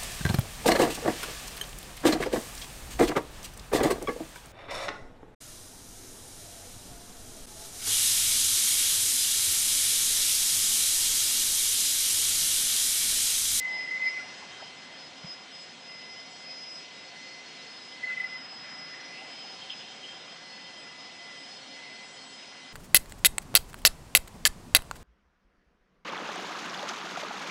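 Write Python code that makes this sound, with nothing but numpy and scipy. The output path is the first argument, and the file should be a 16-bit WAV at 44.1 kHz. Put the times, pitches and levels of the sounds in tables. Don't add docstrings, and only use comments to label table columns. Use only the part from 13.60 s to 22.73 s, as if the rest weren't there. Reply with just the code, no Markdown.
import sys
import numpy as np
from scipy import signal
from scipy.fft import rfft, irfft, next_fast_len
from scipy.io import wavfile
from scipy.ndimage import map_coordinates

SR = 44100
rng = np.random.default_rng(int(sys.argv[2]) if len(sys.argv) > 2 else 0)


def generate_wav(sig):
    pcm = np.round(np.clip(np.atleast_2d(sig).T, -1, 1) * 32767).astype(np.int16)
    wavfile.write(sys.argv[1], SR, pcm)


N = 402633
T = np.arange(N) / SR
COARSE_T = T[::32]

# (f/Hz, relative level per Hz/dB)
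RUSH = [(25, -28), (85, -15), (150, -3.5), (270, -0.5), (390, -3), (720, -1.5), (1250, -5.5), (1650, -3),
        (3100, -2.5), (4150, -4.5), (4750, -10.5), (6300, -12), (8200, -22), (11000, -39.5)]
# (t/s, body level/dB, treble level/dB)
FLOW = [(0, 0, 0.5), (.35, 1, 1), (.65, 0.5, 3), (2.0, -1.5, -1.5), (3.8, -1, 1), (4.55, -0.5, 1),
        (4.8, -0.5, -5), (5.25, 0.5, -4.5), (5.6, 0, 1.7), (7.5, -1.3, -0.5), (9.13, -2.5, 2)]
# (t/s, level/dB)
MIDDLE = [(0, .8), (1.7, 1), (2.2, -1), (4.1, -2), (4.6, -0.5), (8.2, 0.5), (9.13, 2)]
MIDDLE_HZ, MIDDLE_OCTAVES = 1250, 0.35

STREAK_LOW_HZ, STREAK_HIGH_HZ, STREAK_DB, STREAK_SPREAD_DB = 2103, 4302, -63, 3
STREAK_HALF_S, STREAK_GLIDE_HZ_PER_S = 0.015, 1200

# (middle t/s, level/dB, half-length/s, from f/Hz, to f/Hz, slide time/s)
SWISHES = [(0.682, -56, 0.18, 2294, 1300, .3), (5.62, -54, 0.84, 1596, 3305, .3)]
# (middle t/s, level/dB, half-length/s)
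SIZZLE_SWELL = [(8.3, -73, 0.94)]
# (middle t/s, level/dB, centre f/Hz, width f/Hz, half-length/s)
PUFFS = [(0.147, -49.5, 750, 340, 0.044), (0.482, -42, 2200, 260, .011), (.578, -48, 2280, 220, 0.015),
         (0.647, -50.5, 780, 280, 0.015), (0.832, -49, 960, 220, .009), (1.008, -47, 1450, 220, .005),
         (1.028, -43, 746, 199, .0063), (4.503, -50, 1580, 300, .018), (4.486, -50.5, 2740, 260, .008),
         (4.445, -48, 1950, 260, .008), (4.6, -48, 2050, 420, .03), (5.339, -46, 1880, 200, .008),
         (5.588, -48, 2630, 380, 0.026), (5.633, -49, 765, 150, .015), (5.855, -53, 786, 168, 0.018),
         (6.105, -35, 3170, 260, 0.003), (6.115, -43, 3180, 520, .014), (6.13, -45, 2650, 200, .008),
         (6.22, -48.5, 3050, 700, .025), (6.448, -42.5, 3050, 200, .007)]
# (f/Hz, level/dB)
BUMP_MODES = [(40, -66), (80, -65), (135, -51), (175, -44)]
BUMP_S, BUMP_HALF_S = 1.649, .009

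# (f/Hz, level/dB, half-width of the line f/Hz)
TONES = [(161.8, -72.5, 14), (214.5, -71.5, 9), (265.4, -68.5, 7.4), (534.5, -67.5, 12), (712.5, -64.5, 33),
         (994, -67.5, 57), (1415, -67.5, 50), (2825, -68.5, 9)]
# (middle t/s, level/dB, half-length/s)
HUM_SWELL = [(5.85, -60.5, 0.7)]
HUM_HZ, HUM_DB = 769, -67.5
# (f/Hz, usual level/dB, share of each spell: level/dB)
PAIR_WHINES = [(3133, -62, -7.5), (3170, -71.5, -2)]
# (start t/s, length/s, level before the share/dB)
PAIR_SPELLS = [(.92, 0.17, -52.5), (5.68, 0.27, -55), (6.02, .075, -46), (6.28, .07, -50), (6.41, .05, -51),
               (6.49, 0.061, -47), (6.67, 0.074, -54), (7.02, 0.17, -53), (7.4, 0.68, -59.5),
               (8.45, 0.32, -60)]

WHISTLE_HZ, SHAFT_HZ = 5071.5, 710.5
WHISTLE_DB, WHISTLE_FADE_DB, WHISTLE_FADES_PER_S = -53.5, 0.5, 13
# (start t/s, length/s, level/dB)
WHISTLE_SWELLS = [(.15, 0.086, -42.5), (.26, 0.071, -51), (.468, 0.024, -39), (.58, 0.15, -58),
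                  (1.02, .05, -55), (1.38, 0.069, -51.5), (1.69, 0.042, -41), (1.96, 0.069, -47),
                  (2.3, 0.32, -49.5), (2.88, 0.3, -44), (3.38, 0.043, -56), (3.62, 0.11, -65),
                  (4.13, 0.19, -52), (4.68, 0.36, -48), (5.12, 0.2, -46), (5.38, 0.19, -54),
                  (5.72, 0.2, -47), (6.12, 0.073, -48), (6.55, 0.55, -58.5), (7.17, 0.15, -54.5),
                  (7.41, 0.062, -52), (7.59, 0.077, -61), (7.78, .19, -51), (8.11, 0.061, -55),
                  (8.28, .06, -67), (8.74, 0.16, -55.5)]
# (t/s, change in level/dB)
DROPOUTS = [(.05, -10), (.95, -8), (1.14, -15), (1.3, -9), (1.52, -12), (1.88, -15), (2.17, -15), (3.3, -8),
            (3.53, -9), (3.83, -15), (4.4, -13), (4.48, -10), (4.54, -5), (7.35, -3), (7.54, -3),
            (8.04, -12), (8.21, -6), (8.4, -6), (8.52, -6), (8.69, -9), (9.03, -13)]
# (width f/Hz, level relative to the tone/dB)
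WHISTLE_SKIRT = [(70, -11.5), (240, -15)]
# (shaft rates above it, usual level/dB)
SIDEBANDS = [(-1, -63.5), (1, -66.5)]
SIDEBAND_FADE_DB, SIDEBAND_FADES_PER_S = 1, 4
# (shaft rates above the whistle, start t/s, length/s, level/dB)
SIDEBAND_SWELLS = [(-1, 0.43, .3, -63), (1, .5, 0.2, -58.5), (-1, 1.33, .15, -61), (-1, 2.6, .35, -64),
                   (1, 2.64, 0.13, -58), (1, 3.01, 0.24, -59), (-1, 3.52, .65, -56.5),
                   (1, 3.55, 0.45, -63.5), (-1, 4.4, .13, -58), (1, 5.38, 0.16, -58), (-1, 5.45, 0.13, -62),
                   (-1, 5.8, 0.23, -60), (-1, 6.88, 0.19, -56.5), (-1, 6.9, .18, -59),
                   (1, 7.62, 0.98, -64.5), (-1, 7.9, 0.23, -55), (-1, 8.3, .08, -58), (-1, 8.56, .14, -60)]
# (shaft rates above its own pitch, relative level/dB)
ROW = [(-1, -3), (0, -0.5), (1, -17.5), (2, -14.5)]
ROW_HZ, ROW_DB = 7876, -74
# (start t/s, length/s, level/dB)
ROW_SWELLS = [(.78, .14, -75), (2.0, .04, -65), (2.7, .09, -66), (3.1, .07, -67), (5.13, 0.091, -72),
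              (7.18, .04, -65), (8.05, 0.087, -71), (8.44, 0.31, -64)]

# (start t/s, length/s, f/Hz, level/dB)
RASPS = [(.04, 0.19, 2154, -54), (.2, .04, 2440, -54), (.278, .06, 1954, -43.5), (.365, .02, 2150, -46),
         (.42, .025, 2530, -52), (.455, .035, 2160, -41), (.47, 0.026, 2330, -47), (.5, 0.1, 2180, -48),
         (.59, .025, 1416, -51), (4.47, .05, 1420, -52), (4.482, .06, 2600, -52), (4.57, 0.077, 2600, -56),
         (4.57, .12, 1404, -57.5)]
# (t/s, f/Hz)
FAN_PITCH = [(0, 2036), (2.2, 2045), (4.6, 2028), (7.3, 2015), (8.4, 2026), (9.13, 2027)]
FAN_DB, FAN_FADE_DB, FAN_FADES_PER_S = -59, 2, 6
# (start t/s, length/s, level/dB)
FAN_SWELLS = [(.01, .155, -33), (.17, .09, -36.5), (.312, 0.052, -32), (.405, .08, -33), (.5, 0.098, -36.5),
              (.61, 0.024, -40.5), (.65, 0.079, -49.5), (1.25, .09, -57), (2.3, 0.31, -51.5),
              (2.82, 0.23, -57.5), (3.57, 0.24, -51.5), (3.97, 0.15, -56), (4.35, 0.43, -50.5),
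              (4.433, 0.021, -36), (4.474, 0.064, -33.5), (4.575, 0.089, -37.5), (4.695, .03, -44),
              (4.725, 0.041, -40), (4.79, 0.026, -48.5), (5.053, 0.62, -51.5), (6.798, 0.7, -56),
              (7.6, 0.22, -50.5), (8.15, 0.29, -51)]
# (middle t/s, level/dB)
FLARES = [(.055, -28), (.138, -37), (.198, -33), (.28, -35), (.292, -32), (.318, -33), (.343, -30),
          (.375, -31), (.427, -28), (.442, -29), (.457, -31), (.468, -23.8), (.476, -28), (.486, -30),
          (.574, -33), (4.443, -30), (4.503, -38), (4.516, -35), (4.578, -29.5), (4.607, -27),
          (4.646, -29.5), (4.761, -39)]
# (t/s, change in level/dB)
FAN_DROPOUTS = [(.072, 0), (.181, 0), (.269, -10), (.305, -8), (.392, -1), (.499, -2), (4.463, -1),
                (4.556, -2), (4.594, -7), (4.628, -5), (4.677, -9), (4.78, -8)]
# (width f/Hz, level relative to the tone/dB)
FAN_SKIRT = [(130, -21), (380, -21)]
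FLARE_HALF_S, DROPOUT_HALF_S, FAN_DROPOUT_HALF_S = 0.0052, .02, .0038
FAN_JITTER_HZ, FAN_JITTERS_PER_S = 11, 190

# (shortest/s, added share of the spell's length)
FAN_EDGE, WHISTLE_EDGE = (0.0042, 0.092), (0.026, 0.078)
SIDEBAND_EDGE, PAIR_EDGE, RASP_EDGE = (0.042, .1), (.012, .1), (0.0045, 0)
TOP_HZ = 10950


def undb(db):
    return np.exp(np.asarray(db) * (np.log(10) / 20))


def unit(x):
    return x * np.sqrt(len(x) / np.vdot(x, x).real)


def curves(table):
    times, *columns = np.transpose(table)
    return [np.interp(T, times, column) for column in columns]


def bell(x, centre, half):
    return np.exp(-.5 * np.minimum(((x - centre) / half) ** 2, 100))


def walk(rate):
    points = rng.standard_normal(8192)
    steps = np.arange(0, N + 32, 32)
    smooth = map_coordinates(points, [steps / SR * rate], order=3, mode="wrap")
    return unit(np.interp(np.arange(N), steps, smooth))


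def scatter(width_hz):
    return unit(walk(width_hz) + 1j * walk(width_hz))


def twinkle(width_hz, steady=0.68):
    return unit(steady + scatter(width_hz))


def through_air(skirt, flutter_db, flutter_rate):
    direct = unit(undb(flutter_db * walk(flutter_rate)))
    return unit(direct + sum(undb(db) * scatter(width) for width, db in skirt))


def carry(envelope, hz):
    turns = np.cumsum(hz + np.zeros(N)) / SR
    phase = (2 * np.pi * (turns - np.floor(turns))).astype(np.float32)
    return np.sqrt(2) * (envelope.real * np.cos(phase) - envelope.imag * np.sin(phase))


def dips(table, half):
    change_db = sum(db * bell(COARSE_T, s, half) for s, db in table)
    return undb(np.interp(T, COARSE_T, change_db))


def swells(usual_db, table):
    power = sum((undb(db) * bell(COARSE_T, s, half)) ** 2 for s, db, half in table)
    return np.sqrt(undb(usual_db) ** 2 + np.interp(T, COARSE_T, power))


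def carried(table, edge):
    shortest, share = edge
    spells = []
    for start, length, db in table:
        outside = abs(COARSE_T - start - length / 2) - length / 2
        fade = np.clip(outside / (shortest + share * length), 0, 20)
        spells.append(undb(db) * np.exp(-fade))
    return np.interp(T, COARSE_T, np.max(spells, axis=0))


def rush(body_db=-48, flicker_db=1.06, drift_db=.5, treble_flutter_db=0.7, crossover_hz=4600):
    body, treble = curves(FLOW)
    (middle,) = curves(MIDDLE)
    treble = treble + treble_flutter_db * walk(22)
    hz, db = np.transpose(RUSH)
    size = next_fast_len(N, real=True)
    freqs = np.maximum(np.arange(size // 2 + 1) * SR / size, 1)
    colour = undb(np.interp(np.log(freqs), np.log(hz), db))
    spectrum = rfft(rng.standard_normal(size)) * colour
    spectrum /= np.std(irfft(spectrum, size))
    band_of = np.floor(2 * np.log2(np.maximum(freqs, 100)))
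    out = np.zeros(N)
    for band in np.unique(band_of):
        octave = (band + .5) / 2
        high = 1 / (1 + (crossover_hz / 2 ** octave) ** 4)
        swell = (1 - high) * body + high * treble
        swell = swell + middle * bell(octave, np.log2(MIDDLE_HZ), MIDDLE_OCTAVES)
        swell = swell + flicker_db * walk(16) + drift_db * walk(2.015)
        out = out + irfft(spectrum * (band_of == band), size)[:N] * undb(swell)
    return out * undb(body_db)


def streaks(count=420):
    out = np.zeros(N)
    chances = zip(rng.random((count, 3)), rng.standard_normal((count, 3)))
    for (when, pitch, turn), (size, glide, stretch) in chances:
        span = slice(max(int(when * N) - SR // 10, 0), int(when * N) + SR // 10)
        t = T[span] - when * N / SR
        hz = STREAK_LOW_HZ + pitch * (STREAK_HIGH_HZ - STREAK_LOW_HZ)
        turns = turn + hz * t + glide * STREAK_GLIDE_HZ_PER_S * t ** 2 / 2
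        tone = np.sqrt(2) * np.sin(2 * np.pi * turns)
        gain = undb(STREAK_DB + STREAK_SPREAD_DB * size)
        out[span] += gain * bell(t, 0, STREAK_HALF_S * np.exp(0.23 * stretch)) * tone
    return out


def swish(core_hz=600, wide_hz=1600, wide_share=4.3, gust_db=2.0,
          top_hz=8600, top_width_hz=1100, top_gust_db=-1.0):
    band = unit(scatter(core_hz) + wide_share * scatter(wide_hz)) * undb(gust_db * walk(25))
    sizzle_gain = swells(-94, SIZZLE_SWELL) * undb(top_gust_db * walk(6))
    out = carry(sizzle_gain * scatter(top_width_hz), top_hz)
    for s, db, half, from_hz, to_hz, slide in SWISHES:
        hz = from_hz + (to_hz - from_hz) * (1 + np.tanh((T - s) / slide)) / 2
        out += carry(undb(db) * bell(T, s, half) * band, hz)
    return out


def puffs():
    out = np.zeros(N)
    size = 16384
    freqs = np.arange(size // 2 + 1) * SR / size
    for s, db, hz, width, half in PUFFS:
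        start = max(int(s * SR) - size // 2, 0)
        shape = bell(T[start:start + size], s, half)
        resonance = 1 / (1 + ((freqs - hz) / width) ** 2) ** 2
        burst = shape * irfft(rfft(rng.standard_normal(size)) * resonance)
        out[start:start + size] += undb(db) * unit(burst) * np.sqrt(np.mean(shape ** 2))
    return out


def bump():
    ring = sum(undb(db) * np.sqrt(2) * np.sin(2 * np.pi * hz * (T - BUMP_S)) for hz, db in BUMP_MODES)
    return ring * bell(T, BUMP_S, BUMP_HALF_S)


def tones(steady=0.41, pair_width_hz=75, pair_steady=.9, hum_steady=0.6):
    out = carry(swells(HUM_DB, HUM_SWELL) * twinkle(22, hum_steady), HUM_HZ)
    spells = carried(PAIR_SPELLS, PAIR_EDGE)
    for hz, db, share_db in PAIR_WHINES:
        strength = np.hypot(undb(db), undb(share_db) * spells)
        out += carry(strength * twinkle(pair_width_hz, pair_steady), hz)
    for hz, db, half_width in TONES:
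        out += carry(undb(db) * twinkle(2 * half_width, steady), hz)
    return out


def whistle(flutter_db=0.23, sideband_hz=70, row_hz=34, row_fade_db=1.5, octave_db=-43):
    speed = 1 + .0004 * walk(5)
    fading = undb(WHISTLE_DB + WHISTLE_FADE_DB * walk(WHISTLE_FADES_PER_S))
    strength = np.hypot(fading, carried(WHISTLE_SWELLS, WHISTLE_EDGE)) * dips(DROPOUTS, DROPOUT_HALF_S)
    envelope = strength * through_air(WHISTLE_SKIRT, flutter_db, 36)
    out = carry(envelope, WHISTLE_HZ * speed)
    out += undb(octave_db) * carry(envelope, 2 * WHISTLE_HZ * speed)
    for side, side_db in SIDEBANDS:
        fading = undb(side_db + SIDEBAND_FADE_DB * walk(SIDEBAND_FADES_PER_S))
        own_swells = [row for which, *row in SIDEBAND_SWELLS if which * side > 0]
        strength = np.hypot(fading, carried(own_swells, SIDEBAND_EDGE))
        out += carry(strength * twinkle(sideband_hz, 1.3), (WHISTLE_HZ + side * SHAFT_HZ) * speed)
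    row_gain = np.hypot(undb(ROW_DB), carried(ROW_SWELLS, WHISTLE_EDGE))
    for step, step_db in ROW:
        strength = row_gain * undb(step_db + row_fade_db * walk(6.4))
        out += carry(strength * twinkle(row_hz, 1.4), (ROW_HZ + step * SHAFT_HZ) * speed)
    return out


def rasp(width_hz=130, steady=0.95, waver_hz=18):
    out = np.zeros(N)
    for start, length, hz, db in RASPS:
        strength = carried([(start, length, db)], RASP_EDGE)
        out += carry(strength * twinkle(width_hz, steady), hz + waver_hz * walk(50))
    return out


def fan(haze_db=-29, haze_hz=1400, flutter_db=.8, flutter_rate=170, waver_hz=4):
    (hz,) = curves(FAN_PITCH)
    hz = hz + waver_hz * walk(12) + FAN_JITTER_HZ * walk(FAN_JITTERS_PER_S)
    usual_db = FAN_DB + FAN_FADE_DB * walk(FAN_FADES_PER_S)
    flaring = swells(usual_db, [(s, db, FLARE_HALF_S) for s, db in FLARES])
    strength = np.hypot(carried(FAN_SWELLS, FAN_EDGE), flaring)
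    strength = strength * dips(FAN_DROPOUTS, FAN_DROPOUT_HALF_S)
    flutter = through_air(FAN_SKIRT, flutter_db, flutter_rate)
    haze = undb(haze_db) * scatter(haze_hz)
    return carry(strength * (flutter + haze), hz)


def scene():
    background = rush() + streaks() + swish() + puffs() + bump()
    machines = tones() + whistle() + rasp() + fan()
    return (background + machines)[None]


def record(dry):
    return signal.sosfilt(signal.ellip(10, .2, 60, TOP_HZ, fs=SR, output="sos"), dry)


dry = scene()
out = record(dry)
generate_wav(out)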